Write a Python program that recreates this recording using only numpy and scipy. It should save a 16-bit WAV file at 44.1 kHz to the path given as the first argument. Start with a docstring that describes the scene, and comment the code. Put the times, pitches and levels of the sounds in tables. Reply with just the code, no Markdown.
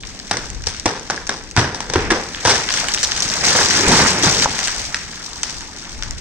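"""A tree falls in a field

A big bare tree tears off at its base, some way from a hand-held phone. Bundles of fibres crack one after
another and the wood's edge scatters each crack back. The crown sweeps down in a swelling crackle of
twigs, limbs thud on the ground and the brush settles. A light wind touches the microphone."""
import sys
import numpy as np
from scipy import signal
from scipy.fft import rfft, irfft
from scipy.io import wavfile
from scipy.ndimage import uniform_filter1d, minimum_filter1d

SR = 44100
rng = np.random.default_rng(int(sys.argv[2]) if len(sys.argv) > 2 else 0)


def bounce(signal):
    """Save signal as a 16-bit WAV file at the path given by the first command-line argument."""
    frames = np.transpose(np.atleast_2d(signal))
    limited = np.clip(frames, -1, 1)
    pcm = np.round(limited * 32767).astype(np.int16)
    wavfile.write(sys.argv[1], SR, pcm)


N = 273711
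TIME = np.arange(N) / SR
WOODLAND_T60_S = 0.54
LIMB_HZ, WOOD_HZ, SPLINTER_HZ, TWIG_HZ = (136, 524), (547, 2690), (2520, 8860), (3010, 8660)
# the left port hears the tree later, most of all the crown, which falls to the right
TRUNK_LAG_S, CROWN_LAG_S, FAR_RIGHT_LAG_S = 0.00005, 0.00009, 0.00012

# trunk and limbs breaking: t/s, time scale/ms, thump f/Hz, relative level/dB, brightness/dB
BREAKS = [(0.311, 5.04, 238, -15.5, 1), (0.369, 3.8, 266, -23.5, 4.5), (0.669, 5.5, 190, -27, 13),
          (0.857, 7.3, 296, -14, 0), (1.0997, 2.4, 287, -16.5, -3.5), (1.106, 3, 357, -20.5, 3),
          (1.2924, 4.2, 278, -18, 2), (1.5647, 2.37, 220, -11, 0), (1.573, 7.34, 202, -10.5, -4.5),
          (1.587, 4, 260, -20, 0.5), (1.593, 4, 300, -17, -1), (1.612, 3.1, 300, -19, -3),
          (1.641, 9.4, 300, -24, -6), (1.746, 2.56, 272, -22.5, 1), (1.8044, 3, 302, -21, -0.5),
          (1.899, 2.7, 263, -20, 0), (1.936, 6.9, 324, -20, 2), (1.957, 4.26, 260, -14, -10),
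          (2.104, 8.6, 397, -12.5, -6), (2.116, 5.66, 336, -19, 0.5), (2.45, 11.6, 343, -14, 0.5),
          (2.472, 15, 374, -17, 3), (2.494, 18.8, 415, -15, 5), (3.55, 11.8, 352, -19, -1),
          (3.587, 6.3, 330, -18, -4), (3.611, 7.1, 350, -20, -8), (3.917, 8, 260, -14.5, 5),
          (3.938, 4.8, 280, -18, 5), (3.992, 17.5, 290, -16, -2.5), (4.015, 14, 253, -21, 3.5),
          (4.233, 21, 300, -24, -2), (4.264, 8.2, 218, -17, -3), (4.9443, 1.6, 605, -28, 10),
          (5.4315, 4.5, 605, -30.5, 12)]


def undb(db):
    """Amplitude ratio of a level in decibels."""
    return 10 ** (np.asarray(db) / 20)


def unit(x):
    """Normalisation to an rms of 1."""
    return x / np.sqrt(np.mean(x ** 2) + 1e-18)


def band(x, edges_hz):
    """Causal Butterworth band-pass."""
    sections = signal.butter(2, np.minimum(edges_hz, SR / 2 - 1), "band", fs=SR, output="sos")
    return signal.sosfilt(sections, x + 1e-18)


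def colour(x, points, size=4096):
    """Minimum-phase filter through points (f/Hz, gain/dB), by folding the cepstrum."""
    hz, db = np.transpose(points)
    bins_hz = np.arange(size // 2 + 1) * SR / size
    gain = undb(np.interp(np.log(bins_hz + 1), np.log(hz), db))
    cepstrum = irfft(np.log(gain))[:size // 2]
    cepstrum[1:] *= 2
    response = irfft(np.exp(rfft(cepstrum, size)))
    return signal.fftconvolve(x, response)[:N]


def linger(x, decay_s):
    """Exponential relaxation: each impulse dies away, keeping its area."""
    pole = np.exp(-1 / (decay_s * SR))
    return signal.lfilter([1 - pole], [1, -pole], x)


def clicks(times, sizes, lags, size):
    """Path difference: each impulse reaches the left port its own lag after the right."""
    arrivals = (np.round(times * SR) + np.array([np.round(lags * SR), 0 * lags])).astype(int)
    return np.array([np.bincount(np.clip(port, 0, size), sizes, size + 1)[:size] for port in arrivals])


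def add(track, sound, s):
    """Superposition of a sound on a track from time s."""
    start = int(s * SR)
    part = sound[:, :max(N - start, 0)]
    track[:, start:start + part.shape[1]] += part


def field(level_db=-43, own_db=-12):
    """Ambient noise: the steady low rush of open country, nearly coherent at the two ports."""
    air = rng.standard_normal(N) + undb(own_db) * rng.standard_normal((2, N))
    return unit(band(air, (130.8, 314))) * undb(level_db)


def wind(breeze_db=-40, own_db=2, gust_db=2):
    """Turbulence: eddies buffet the ports with low, partly coherent pressure fluctuations."""
    # soft puffs: t/s, 1/e half-width/s, relative level/dB
    puffs = [(0.62, 0.14, -32.5), (2.016, 0.15, -32), (3.1, 0.36, -41), (4.7, .3, -44), (6.1, 0.14, -29.5)]
    eddies = rng.standard_normal(N) + undb(own_db) * rng.standard_normal((2, N))
    wander = np.interp(TIME, np.linspace(0, TIME[-1], 60), rng.standard_normal(60))
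    buffeting = unit(band(eddies, (18, 75)) * undb(gust_db * wander))
    swells = sum(undb(db) * np.exp(-((TIME - s) / half_s) ** 2) for s, half_s, db in puffs)
    port_gains = undb([[1], [-2]])
    return buffeting * (undb(breeze_db) + swells) * port_gains


def crush():
    """Incoherent sources add in power: the crushing of the crown is a broad swell plus sudden sprays."""
    # the tree strains, tips, hits the ground and settles: t/s, relative level/dB
    swell = [(0, -37), (0.5, -38.5), (1.5, -40.5), (2.4, -33), (2.5, -19.5), (2.67, -26), (2.8, -22),
             (2.9, -25), (3.02, -26.5), (3.41, -22.5), (3.5, -17.5), (3.62, -16.5), (3.695, -21),
             (3.78, -17.5), (3.92, -17), (4.15, -18.5), (4.452, -17.5), (4.457, -28), (4.63, -23.5),
             (5.1, -33), (6.2, -36.5)]
    # boughs caving in, each with a spray of twigs: t/s, decay/s, relative level/dB
    sprays = [(2.739, 0.17, -21.5), (3.033, 0.017, -18), (3.225, 0.017, -20.5), (3.435, 0.062, -15),
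              (3.469, 0.043, -20), (3.549, 0.071, -20), (3.647, 0.027, -14.5), (3.709, 0.043, -17.5),
              (3.876, 0.08, -14.5), (3.982, 0.035, -23), (4.232, 0.067, -19), (4.422, 0.02, -13.5),
              (5.125, 0.055, -34), (5.49, 0.05, -30.5)]
    swell_power = undb(np.interp(TIME, *np.transpose(swell))) ** 2
    spray_power = sum(undb(db) ** 2 * (TIME >= s) * np.exp(-2 * np.abs(TIME - s) / decay_s)
                      for s, decay_s, db in sprays)
    return np.sqrt(swell_power + spray_power)


def weight(attack_s=0.056, release_s=0.17):
    """Transient loading: each heave on the heavy wood builds and relaxes exponentially."""
    # the weight comes down on the hinge, then limb by limb on the ground: t/s, relative level/dB
    heaves = [(2.0, -27), (3.2, -38), (3.46, -32.5), (3.59, -35), (3.78, -30), (3.9, -19.5), (4.01, -32.5),
              (4.25, -36), (4.4, -41)]
    return sum(undb(db) * np.exp(np.minimum((TIME - s) / attack_s, (s - TIME) / release_s))
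               for s, db in heaves)


def crackle(rate, edges_hz, ring_s, ragged_db, echo_db, spread_s, lag_s=CROWN_LAG_S):
    """Poisson process: small fractures, rate a second, each a noise burst with a reverberant tail."""
    starts = rng.random(N) < rate / SR
    energy = starts * undb(ragged_db * np.clip(rng.standard_normal(N), -2, 2)) ** 2 / rate
    direct_power = linger(energy, ring_s)
    echo_power = undb(echo_db) ** 2 * linger(energy, WOODLAND_T60_S / np.log(10 ** 6))
    lags = lag_s + spread_s * rng.standard_normal(N)
    pressure = np.sqrt(direct_power + echo_power) * rng.standard_normal(N)
    return unit(band(clicks(TIME, pressure, lags, N), edges_hz))


def assorted(rate, edges_hz, count, **texture):
    """Size sets pitch: wood of count thicknesses crackles independently, each in its own band."""
    hz = np.geomspace(*edges_hz, count + 1)
    return unit(sum(crackle(rate, (lo, hi), **texture) * np.sqrt(hi - lo) for lo, hi in zip(hz, hz[1:])))


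def crown(crunch_onset_db=-22):
    """Acoustic emission: the harder the crown is crushed, the louder and denser its wood crackles."""
    crushing, load = crush(), weight()
    branch_drive = np.hypot(crushing * undb(-3), load * undb(2))
    limb_drive = np.hypot(crushing * undb(-19), load)
    # thicker sticks, dry and sharp, stand out once the crush is hard enough
    crunch_drive = crushing * np.minimum(crushing / undb(crunch_onset_db), 1)
    activity = 300 + 1200 * crushing
    limbs = crackle(0.5 * activity, LIMB_HZ, ring_s=0.0045, ragged_db=2.5, echo_db=0.97, spread_s=8e-5)
    branches = assorted(0.3 * activity, WOOD_HZ, count=4,
                        ring_s=0.0059, ragged_db=4, echo_db=-0.62, spread_s=1e-4)
    twigs = crackle(0.7 * activity, TWIG_HZ, ring_s=0.002, ragged_db=5, echo_db=-1.5, spread_s=4e-5)
    crunch = assorted(28, (1400, 8800), count=6, ring_s=0.0009, ragged_db=4.5, echo_db=-12, spread_s=2e-5)
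    soil_rumble = unit(band(rng.standard_normal(N), (62, 130)))
    return ((limbs + soil_rumble * undb(-16)) * limb_drive
            + branches * branch_drive * undb(-1)
            + twigs * crushing * undb(-0.46)
            + crunch * crunch_drive * undb(-8.5))


def woodland(edges_hz, build_s=0.0005, ragged_db=8, spread_s=0.00011, dull_hz=5000, count=800):
    """Scattering: trunks return small echoes, later ones weaker, dulled by the air; unit energy."""
    size = 16000
    times = rng.uniform(0, size / SR, count)
    sizes = rng.choice([-1, 1], count) * undb(ragged_db * np.clip(rng.standard_normal(count), -2, 2))
    sizes *= np.exp(-np.log(1000) * times / WOODLAND_T60_S) * (1 - np.exp(-times / build_s))
    echoes = clicks(times, sizes, TRUNK_LAG_S + spread_s * rng.standard_normal(count), size)
    dulled = linger(echoes, 1 / (2 * np.pi * dull_hz))
    return unit(band(dulled, edges_hz)) / np.sqrt(size)


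def fracture(ms, edges_hz, db, echo_db, lag_s, fibres_per_ms=12, spread_s=2e-5, ragged_db=3, size=4400):
    """Brittle fracture: fibres part in an avalanche of impulses that dies away; the woodland answers."""
    length_s = ms / 1000
    count = int(fibres_per_ms * ms) + 2
    times = np.sort(rng.uniform(0, 2 * length_s, count))
    times -= times[0]
    sizes = rng.choice([-1, 1], count) * undb(ragged_db * rng.standard_normal(count))
    sizes *= np.exp(-0.62 * (times / length_s) ** 2)
    lags = lag_s + spread_s * rng.standard_normal(count)
    burst = band(clicks(times, sizes, lags, size), edges_hz)
    out = woodland(edges_hz) * undb(echo_db)
    add(out, unit(burst) / np.sqrt(size), 0)
    return out * np.sqrt(length_s * SR) * undb(db)


def ring(hz, decay_s, db, size, attack_cycles=0.41):
    """Damped oscillator: one mode of struck wood starts within a cycle and decays exponentially."""
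    t = TIME[:size]
    attack = 1 - np.exp(-hz * t / attack_cycles)
    return undb(db) * np.sin(2 * np.pi * hz * t) * np.exp(-t / decay_s) * attack


def sticks(wood_ms=1.9, splinter_ms=0.7, width=1.43, ping_s=0.00087):
    """Impulse excitation: thin sticks snap and ping; those deep in the wood are duller and echo more."""
    # single snaps: t/s, relative level/dB, f/Hz, depth in the wood (0-1), place (0 trunk, 1 far right)
    snaps = [(0.035, -31.5, 3500, 1, .5), (0.095, -30, 6520, 0.47, 0.34), (0.199, -23.5, 5150, 0.5, 0.68),
             (0.502, -17.5, 6300, 0, 0.4), (0.621, -25, 6000, .1, 0.6), (0.639, -28, 5030, 0.78, 0.77),
             (0.746, -24.5, 5000, 0.8, 0.89), (0.7976, -15, 5660, 0.04, 0.55), (0.996, -24, 6040, 0, .5),
             (1.162, -23, 6000, .1, 0.45), (1.274, -19, 5940, .1, .5), (1.2691, -19.5, 5600, 0.44, 1),
             (1.512, -21.5, 6500, 0.33, 0.72), (2.347, -23.5, 4540, 1, 0.74), (2.689, -14, 4320, 0.86, 1),
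             (2.705, -14.5, 4860, 0.76, .2), (2.7393, -6, 5670, 0.45, 0.08),
             (2.773, -19, 3500, 0.98, 0.038), (2.885, -5, 7600, 0.43, 0), (2.938, -7, 5740, 0, 0.89),
             (2.9405, -12, 6300, .2, 0.84), (2.9464, -3, 5910, 0.3, .8), (2.976, -17, 4970, 0.77, 0.34),
             (2.985, -17, 5700, .6, 0.041), (3.0305, 2, 6160, 0.3, 0), (3.0322, -3, 5630, 0.28, 0),
             (3.038, -6, 7000, .1, .15), (3.044, -9, 6430, .1, 0), (3.048, 0, 5260, 0, 0),
             (3.1189, -4.5, 4520, 0.48, 0.83), (3.164, -16, 6430, .55, 0.3),
             (3.1775, -17.5, 5860, .65, 0.43), (3.2048, -8, 5800, 0, 0.96), (3.2225, -3, 4700, 0, 0.98),
             (3.289, -16, 6070, .2, 0), (3.3002, -11, 5900, 0.15, 0.23), (3.316, -14, 5100, .2, 0.13),
             (3.366, -14.5, 6030, 0, 0), (3.44, -12.5, 6000, 0.5, 0.95), (3.469, -1.5, 5860, 0.14, 1),
             (3.4777, 2, 6290, 0.34, 0.86), (3.528, -7, 5860, 0.3, 0.17), (3.648, -8, 6630, .1, 1),
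             (3.6595, 3, 5600, 0.3, 0.88), (3.6859, 5, 5400, 0, 0.91), (3.707, -2, 5900, 0.65, 1),
             (3.728, -16.5, 5500, .6, 1), (3.74, -10, 6300, .3, 0.91), (4.061, -17, 6650, 0.94, 1),
             (4.312, -11, 5920, 0, 0.63), (4.345, -20, 5500, 0.4, 0.71), (4.398, -7, 5340, 0.6, .8),
             (4.4237, -6, 5900, 0.56, 0.51), (4.436, -14, 6800, .1, 0.9), (4.446, -12.5, 5500, 0.63, 0.74),
             (4.59, -19, 5460, 1, 1), (4.603, -15, 6500, 0.3, 0.85), (4.6737, -10, 6200, 0.57, 0.62),
             (4.682, -13, 6500, 0.68, .2), (4.9449, -11, 5430, 0.6, 0.11), (5.257, -26, 7400, 0.1, 0.93),
             (5.4321, 0.5, 6100, 0.1, 0.88), (5.434, -17, 5000, 0.71, 0.33),
             (5.497, -21.5, 5970, 0.54, 0.86), (5.608, -20, 5570, 0.4, 0.89), (5.823, -28, 5500, 0.3, 1),
             (5.853, -29, 4500, 0.79, 1), (6.0244, -16.5, 4850, 0.62, 1), (6.034, -16.5, 5900, 0.5, 0.95),
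             (6.1088, -15.5, 6800, 0, 1)]
    out = np.zeros((2, N))
    for s, db, hz, depth, place in snaps:
        wood_db, echo_db = db - 18 + 23.5 * depth, -14 + 15 * depth
        lag_s = FAR_RIGHT_LAG_S * place
        add(out, fracture(wood_ms, (1300, 3300), wood_db, echo_db, lag_s), s)
        add(out, fracture(splinter_ms, (hz / width, hz * width), db, echo_db, lag_s), s)
        ping = ring(hz, ping_s, db + 0.5, size=600)
        add(out, np.array([np.roll(ping, round(lag_s * SR)), ping]), s)
    return out


def trunk(thump_width=1.92):
    """Source and resonator: freed mass thumps, wood barks and splinters fly, all through the trunk."""
    # the trunk's broad, hollow resonances: f/Hz, level/dB
    body = [(110, 1.5), (150, -1), (190, -5), (250, -0.5), (340, 0), (480, 2), (620, 4), (760, 3.5),
            (1000, 4), (1270, 1.5), (1600, 3.5), (2000, 0.5), (2500, -1.5), (3100, -2.5), (3600, 0.5),
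            (4200, -2.5), (5200, 2), (6100, 1.5), (7200, -6.5), (8200, 1.5), (13000, -6.5)]
    out = np.zeros((2, N))
    for s, ms, hz, db, brightness in BREAKS:
        thump_hz = (hz / thump_width, hz * thump_width)
        thump_db = db - 7 - 0.38 * brightness  # the brighter a break, the less it thumps
        add(out, fracture(1.2 * ms, thump_hz, thump_db, echo_db=0.5, lag_s=TRUNK_LAG_S), s)
        add(out, fracture(ms, WOOD_HZ, db, echo_db=0.5, lag_s=TRUNK_LAG_S), s)
        add(out, fracture(ms, SPLINTER_HZ, db + brightness, echo_db=-3.5, lag_s=TRUNK_LAG_S), s)
    return np.array([colour(side, body) for side in out])


def shreds(gain_db=-16, decay_s=0.045):
    """Stress relaxation: after each break single fibres let go in dry ticks that fade quickly."""
    s, _, _, db, brightness = np.transpose(BREAKS)
    jolts = clicks(s, undb(db + brightness) ** 2, 0 * s, N)[0]
    strain_energy = linger(jolts, decay_s / 2) * decay_s / 2 * SR
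    ticks = crackle(110, (1800, 8500), ring_s=0.0003, ragged_db=3, echo_db=-18,
                    spread_s=2e-5, lag_s=TRUNK_LAG_S)
    return ticks * np.sqrt(strain_energy) * undb(gain_db)


def knocks(echo_width=1.35, echo_db=-7):
    """Free vibration: a jolted limb rings briefly at its natural frequency; the woodland returns it."""
    # whole limbs jolted or struck: t/s, decay/ms, f/Hz, relative level/dB
    blows = [(0.311, 2.9, 810, -9), (0.311, 2, 1800, -10), (0.67, 3, 480, -19), (0.668, 15, 80, -29),
             (0.858, 6.2, 327, -6), (0.86, 10.6, 95, -22), (0.858, 5, 980, -9), (0.861, 5, 740, -10),
             (0.858, 3, 1950, -13), (1.1, 3, 1500, -9.5), (1.102, 4, 728, -11), (1.177, 2.42, 1650, -12.5),
             (1.293, 3.6, 1530, -13.5), (1.573, 13.5, 94, -14.5), (1.574, 9.4, 237.3, -10),
             (1.574, 3.53, 1440, -4), (2.105, 2.5, 1760, -3), (1.958, 6.5, 360, -5), (1.953, 23, 84, -19.5),
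             (2.049, 14, 86, -27), (2.119, 5.4, 330, -4), (2.458, 17.1, 89, -21.5),
             (3.253, 4.7, 124, -16.5), (3.558, 5, 700, -13), (3.588, 3.13, 1570, -7),
             (3.612, 2.1, 1650, -4), (3.708, 3.2, 1500, -8), (3.872, 13.3, 65.2, -16),
             (3.89, 8.3, 236, -7.5), (3.919, 4, 935, 0.5), (3.923, 8.2, 230, -6), (3.939, 3.5, 853, -4),
             (3.987, 5.9, 473, -11), (4.001, 3.1, 975, -3), (4.019, 10, 208, -9.5), (4.05, 2.5, 1270, -5),
             (4.062, 1.9, 1200, -4.5), (4.234, 4.8, 330, -7), (4.267, 9.5, 175, -9), (4.265, 5, 860, -8),
             (4.458, 1.86, 890, 2.5), (4.4583, 1.2, 1370, -5), (4.4593, 1.7, 620, -9),
             (4.476, 2.3, 830, -10), (4.9444, 1.08, 1790, 0), (5.4318, 0.92, 1686, -20.5),
             (6.024, 1.4, 1410, -13)]
    out = np.zeros((2, N))
    for s, ms, hz, db in blows:
        decay_s = ms / 1000
        note = ring(hz, decay_s, db, size=6000)
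        echo = woodland((hz / echo_width, hz * echo_width)) * np.linalg.norm(note) * undb(echo_db)
        add(out, np.array([note, note]), s)
        add(out, echo, s + decay_s)
    return out


def scene():
    """Ground effect: the path over the field colours the breaking wood; wind and ambient noise add."""
    # response of the path over the ground, with its cancellation dip: f/Hz, level/dB
    ground = [(30, 15.5), (220, 3.5), (480, -0.5), (640, -10.5), (850, -2.5), (1250, 1.5), (1700, 2.5),
              (2600, -3), (3300, -1.5), (4500, 1.5)]
    wood = trunk() + shreds() + sticks() + knocks() + crown()
    return np.array([colour(side, ground) for side in wood]) + wind() + field()


def record(dry, ceiling=0.87, limiter_samples=90, top_hz=15800):
    """Transduction: each port has its own response; a fast limiter holds the peaks and the top is cut."""
    # responses of the two microphone ports: f/Hz, level/dB
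    left_port = [(300, -1), (700, 7.5), (1300, -5.5), (3000, 2), (4400, 2), (5900, 6), (6800, -2.5),
                 (8000, -14.5), (9000, -28), (10000, -35), (12500, -20), (15500, -12)]
    right_port = [(300, -0.5), (700, 3.5), (1300, -2), (3000, 1), (4400, -3), (6200, -2.5), (8300, -1),
                  (9200, -6.5), (9900, -25.5), (10800, -44), (12500, -12), (15500, -2.5)]
    heard = np.array([colour(dry[0], left_port), colour(dry[1], right_port)])
    allowed = np.minimum(1, ceiling / (np.abs(heard) + 1e-9))
    gain = uniform_filter1d(minimum_filter1d(allowed, limiter_samples), limiter_samples)
    low_pass = signal.ellip(8, 0.2, 70, top_hz, fs=SR, output="sos")
    return signal.sosfilt(low_pass, heard * gain)


dry = scene()
out = record(dry)
bounce(out)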